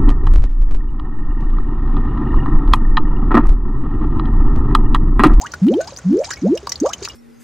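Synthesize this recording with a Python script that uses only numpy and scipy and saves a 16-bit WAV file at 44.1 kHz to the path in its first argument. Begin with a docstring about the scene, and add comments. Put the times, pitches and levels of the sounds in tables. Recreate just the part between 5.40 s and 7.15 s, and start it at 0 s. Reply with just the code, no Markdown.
"""Two bottles held under water in a round tub fill, heard from just above over a low outdoor rumble.
A faint glug and a splash come first. At 0.2 s big air bubbles start leaving the necks in overlapping
pairs, each gliding up in pitch as it nears the surface; the loudest push a limiter into a faint crackle.
More pairs follow about every 0.4 s and burst in small splashes, as drops fall back over a light fizz.
After 1.5 s the last splashes, drops and plinks die away."""
import sys
import numpy as np
from scipy import signal
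from scipy.io import wavfile
from scipy.ndimage import uniform_filter1d

SR = 44100
rng = np.random.default_rng(int(sys.argv[2]) if len(sys.argv) > 2 else 0)


def wrap_up_sound(samples):
    """Save the sound to the file named by the first command line argument, as 16-bit audio."""
    columns = np.atleast_2d(samples).T
    # keep every value between -1 and 1, then stretch to whole-number steps
    tamed = np.clip(columns, -1, 1)
    steps = np.round(tamed * 32767).astype(np.int16)
    wavfile.write(sys.argv[1], SR, steps)


N = 77175


def amp(db):
    """Decibels to amplitude ratio."""
    return 10 ** (np.asarray(db) / 20)


def unit(x):
    """Normalisation to rms 1."""
    return x / np.sqrt(np.mean(x ** 2) + 1e-20)


def add(mix, start, sound):
    """Superposition of a sound from start [s] on."""
    part = mix[max(round(start * SR), 0):][:len(sound)]
    part += sound[:len(part)]


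def colour(x, curve, size=4096):
    """Minimum-phase filtering along a (frequency [Hz], gain [dB]) curve."""
    hz, db = np.transpose(curve)
    bin_hz = abs(np.fft.fftfreq(size, 1 / SR))
    log_gain = np.log(amp(np.interp(np.log(bin_hz + 1), np.log(hz), db)))
    taps = np.fft.ifft(np.exp(np.conj(signal.hilbert(log_gain)))).real[:size // 2]
    return signal.fftconvolve(x, taps)[:len(x)]


def decay(t, t60):
    """Exponential damping by 60 dB in t60 seconds."""
    return np.exp(-np.log(1000) * t / t60)


def ring(t, hz, t60=0.0076, rise_per_s=31, attack_cycles=0.44):
    """Damped oscillation, rising in pitch; the defaults give a drop's chirp."""
    attack = (1 - np.exp(-t * hz / attack_cycles)) ** 2
    return np.sin(2 * np.pi * hz * t * (1 + rise_per_s * t / 2)) * decay(t, t60) * attack


# Spectrum of outdoor rumble and stirred water (frequency [Hz], relative level [dB])
RUMBLE_SPECTRUM = [(25, -59), (39, -18), (65, 5.5), (200, -8), (430, -9), (1500, -18), (3000, -27),
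                   (6500, -25.5), (10000, -45.5), (16000, -56)]

def rumble(level_db=-41.5, side_db=-20):
    """Broadband noise of the outdoors and stirred water, highly correlated between the ears."""
    mid, side = (unit(colour(rng.standard_normal(N), RUMBLE_SPECTRUM)) for _ in range(2))
    return amp(level_db) * (mid + amp(side_db) * np.array([side, -side]))


# Air modes of the tub (frequency [Hz], T60 [s], gain [ratio]); negative gains oppose the direct sound
AIR_MODES = [(191.6, 0.16, 0.92), (344.3, 0.16, 0.51), (532, 0.069, 0.6), (674.7, 0.099, -0.91),
             (942, 0.092, 1.35), (1141.6, 0.24, 1.73)]
# Spectrum of the wall echo (frequency [Hz], gain [dB])
WALL_REFLECTION = [(300, -26), (1200, -11), (7000, 2)]

def tub(x, wall_t60=0.036, wall_delay_s=0.0013):
    """Resonance and reflection: the air in the tub rings, and the wall sends quick echoes to each ear."""
    t = np.arange(SR // 5) / SR
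    modes = sum(gain * 2 * np.log(1000) / t60 / SR * np.cos(2 * np.pi * hz * t) * decay(t, t60)
                for hz, t60, gain in AIR_MODES)
    x = x + signal.fftconvolve(x, modes)[:N]
    taps = rng.standard_normal((2, len(t))) * (rng.random((2, len(t))) < 0.1)
    taps *= decay(t, wall_t60) * (t > wall_delay_s)
    echoes = [signal.fftconvolve(x, ear / np.linalg.norm(ear))[:N] for ear in taps]
    return np.array([x + colour(echo, WALL_REFLECTION) for echo in echoes])


# Spectrum of fizz and splash spray (frequency [Hz], gain [dB])
SPRAY_SPECTRUM = [(400, -38), (1000, -5.5), (3700, -7), (5000, -5.5), (6800, -2), (8200, -18),
                  (16000, -53.5)]

def fizz(splash, pitches=32, bubbles_per_s=900, t60_cycles=45, steady_db=-57.5, churn_db=-2):
    """Shot noise: tiny bubbles ring at random times, louder around each splash."""
    ticks, t = np.zeros(N), np.arange(SR // 30) / SR
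    for hz in np.geomspace(900, 14000, pitches):
        hits = rng.random(N) < bubbles_per_s / pitches / SR
        strengths = amp(4.5 * np.minimum(rng.exponential(size=N), 3.5))
        ticks += signal.oaconvolve(hits * strengths, hz * ring(t, hz, t60_cycles / hz))[:N]
    window = decay(abs(np.arange(-N, N) / SR), t60=0.25)
    churn = signal.fftconvolve(abs(splash), window / window.sum(), "same")
    return unit(colour(ticks, SPRAY_SPECTRUM)) * (amp(steady_db) + amp(churn_db) * churn)


# Big bubbles bursting at the surface (time [s], level [dB], T60 [s])
BURSTS = [(0.014, -27, 0.017), (0.1356, -29.5, 0.013), (0.404, -34, 0.096), (0.473, -30.5, 0.09),
          (0.843, -21.5, 0.062), (0.904, -20, 0.07), (1.3186, -20, 0.016), (1.459, -26.5, 0.06),
          (1.5299, -31, 0.018), (1.626, -23.5, 0.075), (1.651, -22.5, 0.025)]

def splashes(count=6, spray_db=2.5, grain_db=10, droplet_db=3.5, fade_db=11.5):
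    """Impulsive excitation: each burst throws up grainy spray and droplets, the later ones weaker."""
    spray, droplets, t = np.zeros(N), np.zeros(N), np.arange(SR // 8) / SR
    for start, db, t60 in BURSTS:
        noise, grain = rng.standard_normal((2, len(t)))
        hiss = unit(noise * amp(grain_db * np.minimum(grain, 2)))
        add(spray, start, amp(db + spray_db) * decay(t, t60) * hiss)
        for k, (jitter, octaves) in enumerate(rng.random((count, 2))):
            lateness = (k + jitter) / count
            chirp = ring(t, hz=3640 * 2 ** octaves)
            add(droplets, start + lateness * t60 / 2, amp(db + droplet_db - fade_db * lateness) * chirp)
    return colour(spray, SPRAY_SPECTRUM) + droplets


# Short tones: bubble plinks and low hollow rings of the tub (time [s], frequency [Hz], level [dB], T60 [s])
RINGING_TONES = [(0.067, 2890, -31, 0.033), (.137, 1445, -17.5, 0.048), (0.285, 2940, -20, 0.011),
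                 (0.339, 3160, -24.5, 0.017), (0.406, 1488, -27.5, 0.14), (.52, 548, -32, 0.091),
                 (.587, 1455, -32.5, 0.063), (0.836, 2300, -27.5, 0.046), (0.907, 1830, -13.5, 0.01),
                 (.911, 1600, -18, 0.017), (0.933, 1874, -29.5, 0.075), (0.969, 2206, -32, 0.079),
                 (1.176, 2857, -26.5, 0.027), (1.228, 397, -30.5, 0.15), (1.2721, 1046, -17, 0.019),
                 (1.320, 1978, -25, 0.046), (1.4614, 1250, -12, 0.012), (1.533, 3010, -15, 0.025),
                 (1.619, 393, -25, 0.12), (1.653, 2635, -21.5, 0.023), (1.676, 1320, -20.5, 0.013),
                 (1.698, 2850, -30, 0.063)]
# Single drops landing (time [s], frequency [Hz], level [dB])
FALLING_DROPS = [(0.0139, 6410, -20.5), (0.0399, 6420, -27), (.063, 5900, -26), (.119, 5720, -24),
                 (0.413, 6400, -23.5), (.444, 3880, -26.5), (.475, 4700, -22.5), (0.5627, 4650, -25.5),
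                 (0.572, 5920, -23), (0.586, 6600, -27), (.791, 5730, -27.5), (.935, 5410, -19.5),
                 (1.153, 6080, -29), (1.1743, 5370, -20.5), (1.2707, 4490, -15.5), (1.2938, 5770, -12),
                 (1.3202, 5560, -11.5), (1.357, 4350, -22), (1.401, 6080, -18), (1.492, 5400, -21),
                 (1.534, 6250, -13.5), (1.649, 5680, -14), (1.686, 5330, -19)]

def plinks(spatter_db=-3):
    """Free oscillation: bubbles and the tub ring, drops chirp higher; noise modulation adds wet spatter."""
    out, t = np.zeros(N), np.arange(SR // 5) / SR
    tones = [ring(t, hz, t60, rise_per_s=0.91) for _, hz, _, t60 in RINGING_TONES]
    tones += [ring(t, hz) for _, hz, _ in FALLING_DROPS]
    for (start, hz, db, *_), tone in zip(RINGING_TONES + FALLING_DROPS, tones):
        spatter = unit(uniform_filter1d(rng.standard_normal(len(t)), round(2 * SR / hz)))
        add(out, start, amp(db) * tone * (1 + amp(spatter_db) * spatter * decay(t, t60=0.09)))
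    return out


# Big bubbles rising (time [s], duration [s], first frequency [Hz], last frequency [Hz],
# glide exponent [1], level at knee [dB], swell before it [dB], knee [share of duration], fade after [dB])
RISING_BUBBLES = [(0.0, 0.07, 689.5, 1920, 1.8, -27.5, 3, 1, 4.5),
                  (0.2162, 0.13, 173.6, 876, 1.58, -1, 8, 0.53, 29),
                  (0.3001, 0.11, 199.2, 665, 1.39, -13, 0.5, 0.79, 3),
                  (0.454, 0.045, 681, 1280, 1.73, -40.5, -8, 0.99, 21),
                  (0.639, 0.18, 169, 599.7, 1.71, -12, 22, 0.13, 5.5),
                  (0.6938, 0.13, 231.8, 693, 1.003, -8, 6.5, 0.32, 16.5),
                  (0.866, 0.062, 720.6, 1555, 1.07, -42, -10.5, 0.62, -10.5),
                  (1.0187, .0715, 204.3, 908, 0.9, -17, -2.5, 0.75, 22.5),
                  (1.0326, 0.14, 171.9, 670.5, 1.57, -8.5, 8, 0.71, 22),
                  (1.4104, 0.053, 205.6, 1173, 1.05, -14, 7.5, 0.31, 10),
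                  (1.4141, 0.085, 193.4, 853, .65, -13.5, -1, 0.62, 20.5),
                  (1.488, 0.033, 845, 1604, 0.914, -28.5, -14, 0.24, 5.5)]

def glugs(attack_s=0.0053, stop_db_per_s=900, flutter=0.45, full_flutter_hz=1000):
    """Bubble resonance: each big bubble's tone climbs as it nears the surface, fluttering as it goes."""
    out, t = np.zeros(N), np.arange(SR // 4) / SR
    for start, duration, first_hz, last_hz, bend, db, swell_db, knee, fade_db in RISING_BUBBLES:
        progress, knee = np.minimum(t / duration, 1), np.clip(knee, 0.02, 0.98)
        hz = first_hz * (last_hz / first_hz) ** (progress ** bend)
        level = db - swell_db * np.maximum(1 - progress / knee, 0)
        level -= fade_db * np.maximum(progress - knee, 0) / (1 - knee)
        level -= stop_db_per_s * np.maximum(t - duration, 0)
        envelope = amp(level) * (1 - np.exp(-t / attack_s))
        noise = rng.standard_normal((2, len(t)))
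        slow_noise = unit(uniform_filter1d(uniform_filter1d(noise, 120), 120))
        gain_wobble, phase_wobble = slow_noise * flutter * np.minimum(hz / full_flutter_hz, 1) ** 2
        phase = 2 * np.pi * np.cumsum(hz) / SR + phase_wobble
        add(out, start, -envelope * (1 + gain_wobble) * np.sin(phase))
    return out


def scene():
    """Superposition: the water sounds excite the tub, over the rumble."""
    splash = splashes()
    return tub(glugs() + plinks() + splash + fizz(splash)) + rumble()


def record(dry, block=40, ceiling_db=-5.8, recovery_db_per_s=220, cutoff_hz=16250):
    """Peak limiting: abrupt gain steps make the loudest glugs crackle; a low-pass filter follows."""
    block_peaks = np.maximum.reduceat(abs(dry).max(axis=0), np.arange(0, N, block))
    peaks = np.repeat(block_peaks, block)[:N]
    over_db = np.maximum(20 * np.log10(peaks) - ceiling_db, 0)
    recovery = recovery_db_per_s * np.arange(N) / SR
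    gain = amp(recovery - np.maximum.accumulate(over_db + recovery))
    lowpass = signal.firwin(511, cutoff_hz, window=("kaiser", 9), fs=SR)
    return signal.oaconvolve(dry * gain, lowpass[None], "same")


dry = scene()
out = record(dry)
wrap_up_sound(out)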